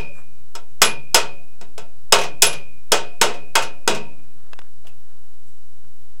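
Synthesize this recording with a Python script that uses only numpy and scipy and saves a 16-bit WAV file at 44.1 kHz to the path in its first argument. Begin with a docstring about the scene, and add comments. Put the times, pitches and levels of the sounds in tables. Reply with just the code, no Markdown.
"""A hammer taps a thin steel panel backed by a hand-held dolly, outdoors.
Each blow is a dense clang of fading noise bands and minor modes, plus lasting sine modes of panel, head and dolly.
Touches of the panel against dolly, hammer or hand are more bursts of clang with a little head ring.
Below lie far hum and hiss (filtered noise), rustling grains and faint rubs; low thuds are damped sines.
Late on, tools put down and a hand landing clink: a noise knock drives one small resonance."""
import sys
import numpy as np
from scipy import signal
from scipy.io import wavfile

SR = 44100
rng = np.random.default_rng(int(sys.argv[2]) if len(sys.argv) > 2 else 0)


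def persist_wave(psi):
    """Save psi, clipped to +-1, as 16-bit WAV."""
    counts = np.round(np.clip(psi, -1, 1) * 32767).astype(np.int16)
    wavfile.write(sys.argv[1], SR, np.atleast_2d(counts).T)


N = 273420   # length in samples

# In all tables, t60 is the time a sound takes to fall by 60 dB.
# Hammer blows: start_s, strength_db, decay_stretch (factor), brightness_db_per_octave, bass_db, body_db,
# panel_ring_db, head_ring_db, head_top_ring_db, along and across (landing spot, steps from the usual one)
HAMMER_BLOWS = [(-0.15, -16, 1.08, 2.5, 12, 12, 3.5, -9, -9, -0.81, 0.6),
                (0.552, -39.5, 0.67, -0.4, 14.5, -1.5, 0.1, 2, -2, 1.1, 1.5),
                (0.8179, -14, 0.91, 0.87, 3.5, -5, -1, 2.5, 10, -0.86, -0.5),
                (1.1448, -15.5, 1.005, 0.8, 2.5, -0.5, -2.5, 5, 11, 0.22, 1.1),
                (1.6123, -48.5, 0.74, -1.5, 18, 0, -4, 1, -9, 1.7, -2.8),
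                (1.779, -42, 0.8, -0.8, 16.5, 2, 2, -1, -5, 1.24, 0.6),
                (2.1232, -14, 0.94, -0.63, -0.4, 1, 0.6, -0.8, 5, 0.27, 0.5),
                (2.421, -18, 0.99, 4, 12, -2, 0.3, 7.5, 22.5, -1.14, -0.15),
                (2.919, -17.5, 1.01, 0.1, -4.5, 8, -2.5, -5, 0, 0.38, 0.6),
                (3.2137, -17.5, 1.097, -0.53, -9.5, 2, -3, -0.5, 11, 0.32, -0.96),
                (3.554, -18.5, 1.03, -1.16, -4, -3, -1.3, -1, 0, 0.29, 1.8),
                (3.8764, -21.5, 1.064, -1.1, 1.5, 2, -0.8, -2.1, -6, 0.13, -2.5)]
# Frequencies at which the clang's colour is given: pitch_hz
COLOUR_HZ = [60, 150, 450, 1000, 1600, 2600, 3600, 5200, 7500, 10000, 14000]
# Clang of a usual blow at COLOUR_HZ, before radiation: level_db (rms, against the blow's strength)
COLOUR_DB = [-39, -31.5, -12, -6, -2.5, -8.5, -4, -5.5, -1.1, -9, -12.5]
# Brightness tilts the clang about TILT_HZ, and no further down than the floor in octaves
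TILT_HZ, TILT_FLOOR_OCTAVES, BASS_TOP_HZ, BODY_TOP_HZ = 2000, -2.2, 250, 700
# Panel touching dolly, hammer or hand again: start_s, low_clang_db and high_clang_db (rms, before
# radiation), head_ring_db (peak)
PANEL_REBOUNDS = [(-.01, -54, -50, -56), (.849, -49, -59, -21), (2.186, -29.5, -32.5, -38),
                  (2.212, -37, -33, -51), (2.235, -37, -36.5, -52.5), (2.466, -32, -48, -17.5),
                  (2.528, -42.5, -37.5, -43), (3.228, -37, -31.5, -51), (3.34, -56, -49, -71),
                  (3.622, -41, -33.5, -39.5), (3.947, -43.5, -36.5, -64), (4.846, -56, -69.5, -75),
                  (4.871, -65.5, -76, -59.5)]
# Fading of the clang, before each contact's stretch: pitch_hz, t60_s
CLANG_T60 = [(100, 0.86), (260, 0.28), (700, 0.29), (1840, 0.28), (4850, 0.23), (12800, 0.11)]
CRACK_DB, CRACK_T60_S = 6.5, 0.017   # extra clang while the blow is still spreading
# How well the sheet radiates its close modes: pitch_hz, level_db
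RADIATION = [(100, -2.5), (200, 2), (270, -8), (380, 2.5), (600, 4), (900, 0), (1400, -0.5), (1950, -5),
             (2600, 5), (4200, -3.5), (5100, 1.5), (9500, 0)]
# Minor panel modes: count, highest pitch, level against the hissy clang before their random sizes
CLOSE_MODES, CLOSE_TOP_HZ, CLOSE_DB = 160, 5262, -4
# Lasting panel modes, before random detuning: pitch_hz
PANEL_HZ = [153, 212, 226, 291, 351, 409, 430, 487, 563, 650, 675, 706, 910, 926, 1087, 1176, 1345, 1497,
            1985, 2115, 2421, 2488, 2534, 2569, 2840, 3312, 3389, 3812, 5010, 8365]
# Fading of the modes at PANEL_HZ, before each blow's stretch: t60_s
PANEL_T60_S = [1.2, .5, .5, 1.5, 0.44, .4, .38, .4, .7, .3, .25, 0.6, .33, .35, .25, .25, .25, .22, 0.24,
               .15, .6, 0.59, .2, .45, .22, .18, .18, .25, .33, .14]
# Drive of the modes at PANEL_HZ, before they waver: level_db (peak, against the blow's strength),
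# along_db and across_db (dB per step of the landing spot)
PANEL_DRIVE = [(-23, 0.5, -2.5), (-19.5, 5, -5), (-18.5, 3, -4.5), (-29, 7, -2.3), (-14.5, 5.5, -2.7),
               (-6, 2.4, -1.5), (-6.5, 2.5, -1.46), (-8.5, 1.5, -1.5), (-17, 5, -0.6), (-12, 1.55, -4),
               (-8, 0.8, 1), (-16, 7.5, -0.5), (-7, 3.1, 3.5), (-9.5, 2.5, -4.5), (-15.5, 0.85, 1.5),
               (-18, -2, -2.6), (-6, 2.5, 3), (-4, 1.4, -1.5), (-14, -1.7, -2.4), (-9, -3.37, 3),
               (-15.5, -7.5, -1.36), (-10, -0.5, -0.4), (-6, -6, 4), (-12, 0.9, -2.4), (-6, -1.55, -1),
               (-6, 1.1, 4.0), (-9.5, -8, -4), (-11, 1.35, -2), (-17.5, -0.9, -0.5), (-9, -6, -2.5)]
# Modes of hammer head and dolly, before random detuning: pitch_hz
STEEL_HZ = [5110, 5385, 5850, 6500, 7720, 10980, 11240]
# Fading of the modes at STEEL_HZ: t60_s
STEEL_T60_S = [.08, 0.13, 0.093, 0.09, 0.098, 0.16, 0.079]
# Modes at STEEL_HZ, before they waver: level_db (peak, against the blow's strength)
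STEEL_DB = [3, -7.5, -8.5, -6, -2.5, -20.5, -15]
# Hiss and rumble, only the balance between pitches: pitch_hz, level_db (per Hz)
HISS_COLOUR = [(25, -9.5), (55, 1), (120, -6.5), (200, -11.5), (500, -15.5), (1000, -20.5), (2000, -24),
               (5000, -24), (15500, -27)]
HISS_DB = -57.5   # rms of the whole hiss
# Far motor: pitch_hz, width_hz, level_db (rms)
MOTOR_HUM = [(56, 6.7, -72.5), (121, 5, -61), (233.1, 6, -82), (286, 3, -73)]
# Level curve of cloth and hands: time_s, level_db (rms)
RUSTLE_CURVE = [(0, -70), (.12, -70), (.19, -49.5), (.26, -71.5), (4.099, -70), (4.2, -66), (4.348, -67),
                (4.5, -60.5), (4.67, -61), (4.72, -83.5), (4.83, -85), (4.86, -67.5), (4.95, -69),
                (5.15, -66), (5.4, -76.5), (6.2, -71.5)]
# Faint treble rubs, as of skin or cloth on steel: middle_s, spread_s (of a bell-shaped swell),
# level_db (rms of the narrow part at the middle)
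TREBLE_RUBS = [(0.175, .03, -63), (5.491, 0.026, -68.5), (5.57, .015, -72)]
RUB_HZ, RUB_WIDTH_HZ, RUB_BROAD_DB = 7500, 700, -1   # broad part against the narrow peak
# The stand rocks under the blows: start_s, level_db (size of the sine before it fades), t60_s
STAND_THUDS = [(0.851, -39, .12), (1.18, -41, 0.26), (2.15, -38.5, 0.28), (2.44, -35, 0.15),
               (3.25, -43.5, 0.093), (3.621, -38, 0.21), (3.877, -33, .08), (3.93, -34, 0.11)]
STAND_HZ = 106
# Tools set down and a hand landing on the panel: start_s, ring_hz, ring_width_hz, ring_db (peak),
# knock_top_hz, knock_db (noise at its start, before filtering), knock_t60_s
TOOL_CLINKS = [(4.5323, 2605, 110, -30.5, 2120, -17.5, 0.016),
               (4.5896, 4970, 120.5, -43.5, 3230, -23, 0.025), (4.6175, 2600, 200, -54, 2500, -28, 0.0094),
               (4.8692, 2940, 250, -40, 12100, -45.5, 0.1), (4.89, 2600, 150, -48, 4990, -59, 0.18),
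               (4.877, 5100, 50.2, -57.5, 1800, -60, 0.055), (5.845, 897, 200.5, -56, 2480, -54, 0.04)]
OFFSET, CLIP = -.1498, .97   # the converter's resting value and limit, full scale = 1
STOP_HZ = 15955   # 40 dB down from here up
EDGES_HZ = 25 * 2 ** np.arange(0, 9.4, 1 / 3)   # third-octave band edges
SINCE = np.arange(int(1.2 * SR)) / SR   # seconds since a contact


def from_db(db):
    """Turn dB into an amplitude factor."""
    return 10 ** (np.asarray(db) / 20)


def at_hz(points, hz):
    """Read (Hz, value) points on a log-frequency axis."""
    points = np.array(points)
    return np.interp(np.log(hz), np.log(points[:, 0]), points[:, 1])


def add(out, sound, s):
    """Mix a sound in from time s on; s may lie before the start."""
    start = round(s * SR)
    part = sound[max(-start, 0):N - start]
    first = max(start, 0)
    out[first:first + len(part)] += part


def fading(t60):
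    """Fall 60 dB in t60 seconds."""
    return np.exp(-np.log(1000) * SINCE / t60)


def bandpass(x, order, low, high):
    """Keep what lies between low and high Hz."""
    return signal.sosfilt(signal.butter(order, [low, high], "band", fs=SR, output="sos"), x)


def resonance(x, hz, width):
    """A two-pole resonance with gain 1 on top."""
    r = np.exp(-np.pi * width / SR)
    feedback = [1, -2 * r * np.cos(2 * np.pi * hz / SR), r * r]
    return signal.lfilter([(1 - r * r) / 2, 0, (r * r - 1) / 2], feedback, x)


def noise_bands():
    """Third-octave bands of noise, rms 1 each, with their centre frequencies and widths."""
    white = rng.standard_normal((2, N))
    for k, (low, high) in enumerate(zip(EDGES_HZ, EDGES_HZ[1:])):
        band = bandpass(white[k % 2], 2, low, high)   # neighbours use different noise
        yield np.sqrt(low * high), high - low, band / band.std()


def blows():
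    """Time, stretch and levels of each blow: hard contact tilts the clang up, the spot sets each mode's drive."""
    hz = np.array(COLOUR_HZ)
    octaves = np.maximum(np.log2(hz / TILT_HZ), TILT_FLOOR_OCTAVES)
    bass = hz < BASS_TOP_HZ
    body = (hz > BASS_TOP_HZ) & (hz < BODY_TOP_HZ)
    top = np.array(STEEL_HZ) > 10000
    for (s, strength_db, stretch, tilt_db, bass_db, body_db,
         ring_db, head_db, top_db, along, across) in HAMMER_BLOWS:
        colour_db = strength_db + np.array(COLOUR_DB) + tilt_db * octaves + bass_db * bass + body_db * body
        steel_db = strength_db + np.array(STEEL_DB) + np.where(top, top_db, head_db)
        panel_db = strength_db + ring_db + np.array(PANEL_DRIVE) @ [1, along, across]
        yield s, stretch, colour_db, steel_db, panel_db


def clang():
    """The countless close modes of the sheet: noise bands, each fading at its own rate after every contact."""
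    out = np.zeros(N)
    for hz, width, band in noise_bands():
        power = np.zeros(N)
        t60 = at_hz(CLANG_T60, hz)
        rise = 1 - np.exp(-SINCE * hz / 2.2)   # low bands take longer to build up
        for s, stretch, colour_db, steel_db, panel_db in blows():
            level = from_db(at_hz(list(zip(COLOUR_HZ, colour_db)), hz))
            shape = fading(t60 * stretch) + from_db(CRACK_DB) * fading(CRACK_T60_S)
            add(power, (level * rise * shape) ** 2, s)
        for s, low_db, high_db, head_db in PANEL_REBOUNDS:
            colour = [(60, low_db - 34), (600, low_db), (6000, high_db), (15000, high_db - 15)]
            level = from_db(at_hz(colour, hz))
            add(power, (level * rise * fading(0.84 * t60)) ** 2, s)
        out += from_db(at_hz(RADIATION, hz)) * band * np.sqrt(power)
    return out


def close_modes():
    """Minor modes evenly strewn in frequency, as in a flat plate; every blow drives each one differently."""
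    out = np.zeros(N)
    hz = rng.uniform(300, CLOSE_TOP_HZ, CLOSE_MODES)
    since = SINCE[:SR // 2]
    waves = np.sin(2 * np.pi * hz[:, None] * since)
    t60 = at_hz(CLANG_T60, hz) * rng.uniform(0.094, 1.454, CLOSE_MODES)
    per_band = hz * CLOSE_MODES / CLOSE_TOP_HZ / 8   # modes sharing the power of one noise band
    for s, stretch, colour_db, steel_db, panel_db in blows():
        blow_db = at_hz(list(zip(COLOUR_HZ, colour_db)), hz)
        level = from_db(CLOSE_DB + at_hz(RADIATION, hz) + blow_db)
        size = level * rng.standard_normal(CLOSE_MODES) / np.sqrt(per_band)
        fade = np.exp(-np.log(1000) * since / (stretch * t60[:, None]))
        add(out, size @ (waves * fade), s)
    return out


def modes(hz, db, t60):
    """Struck modes with random signs; the shifting grip on the dolly makes each one waver."""
    hz, t60 = np.array(hz)[:, None], np.array(t60)[:, None]
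    knots = rng.standard_normal((2 * len(hz), 61))
    knot_s = np.linspace(0, SINCE[-1], 61)
    waver = np.array([np.interp(SINCE, knot_s, k) for k in knots])
    level_waver, phase_waver = waver[::2], waver[1::2]
    hz = hz + 2.5 / t60 * rng.standard_normal(hz.shape)   # modes that the grip damps most are also detuned most
    phase = 2 * np.pi * hz * SINCE + 0.34 / t60 * (phase_waver - phase_waver[:, :1])
    waves = fading(t60) * from_db(3.3 * level_waver) * np.sin(phase)
    return (from_db(db) * rng.choice([-1, 1], len(hz))) @ waves


def rings():
    """Lasting modes of panel, hammer head and dolly, set off by each contact."""
    out = np.zeros(N)
    for s, stretch, colour_db, steel_db, panel_db in blows():
        add(out, modes(PANEL_HZ, panel_db, np.array(PANEL_T60_S) * stretch), s)
        add(out, modes(STEEL_HZ, steel_db, STEEL_T60_S), s)
    for s, low_db, high_db, head_db in PANEL_REBOUNDS:   # a rebound wakes the two top modes of the head
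        add(out, modes(STEEL_HZ[-2:], [head_db, head_db - 5.5], STEEL_T60_S[-2:]), s)
    return out


def background():
    """Steady hiss and outdoor rumble, plus wavering hum lines from noise in narrow resonances."""
    hiss = np.zeros(N)
    for hz, width, band in noise_bands():
        hiss += from_db(at_hz(HISS_COLOUR, hz)) * np.sqrt(width) * band
    out = from_db(HISS_DB) * hiss / hiss.std()
    for hz, width, db in MOTOR_HUM:
        line = resonance(rng.standard_normal(N), hz, width)
        out += from_db(db) * line / line.std()
    return out


def rustle():
    """Cloth and hands: dense uneven grains, dull, under the level curve."""
    sparse = rng.standard_normal(N) * (rng.random(N) < 2500 / SR)   # about 2500 grains a second
    grains = sparse * from_db(2.5 * np.minimum(rng.exponential(1, N), 3))
    dull = bandpass(grains, 3, 350, 1650)
    s, db = np.transpose(RUSTLE_CURVE)
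    return from_db(np.interp(np.arange(N) / SR, s, db)) * dull / dull.std()


def rubs():
    """Soft swells of bright noise with one broad peak."""
    white = rng.standard_normal(N)
    peak = resonance(white, RUB_HZ, RUB_WIDTH_HZ)
    broad = bandpass(white, 2, 2500, 11000)
    time = np.arange(N) / SR
    swell = np.zeros(N)
    for middle, spread, db in TREBLE_RUBS:
        swell += from_db(db) * np.exp(-.5 * ((time - middle) / spread) ** 2)
    return swell * (peak / peak.std() + from_db(RUB_BROAD_DB) * broad / broad.std())


def thuds():
    """The stand rocks: one low, quickly damped swing each."""
    out = np.zeros(N)
    for s, db, t60 in STAND_THUDS:
        add(out, from_db(db) * fading(t60) * np.sin(2 * np.pi * STAND_HZ * SINCE), s)
    return out


def clinks():
    """A short knock of noise, which also drives one small resonance."""
    out = np.zeros(N)
    for s, hz, width, ring_db, top_hz, knock_db, t60 in TOOL_CLINKS:
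        burst = rng.standard_normal(len(SINCE)) * fading(t60) + 1e-18   # avoids vanishingly small numbers
        knock = bandpass(burst, 2, 350, top_hz)
        ring = resonance(burst, hz, width)
        add(out, from_db(knock_db) * knock + from_db(ring_db) * ring / abs(ring).max(), s)
    return out


def scene():
    """Panel work over the outdoor floor, as one channel."""
    blows_heard = clang() + close_modes() + rings()
    floor = background() + rustle() + rubs()
    return (blows_heard + floor + thuds() + clinks())[None]


def record(dry):
    """The converter sits off centre and clips near full scale; the top is cut."""
    clipped = np.clip(dry + OFFSET, -CLIP, CLIP) - OFFSET
    steep = signal.cheby2(24, 40, STOP_HZ, fs=SR, output="sos")
    return OFFSET + signal.sosfilt(steep, clipped)


dry = scene()
out = record(dry)
persist_wave(out)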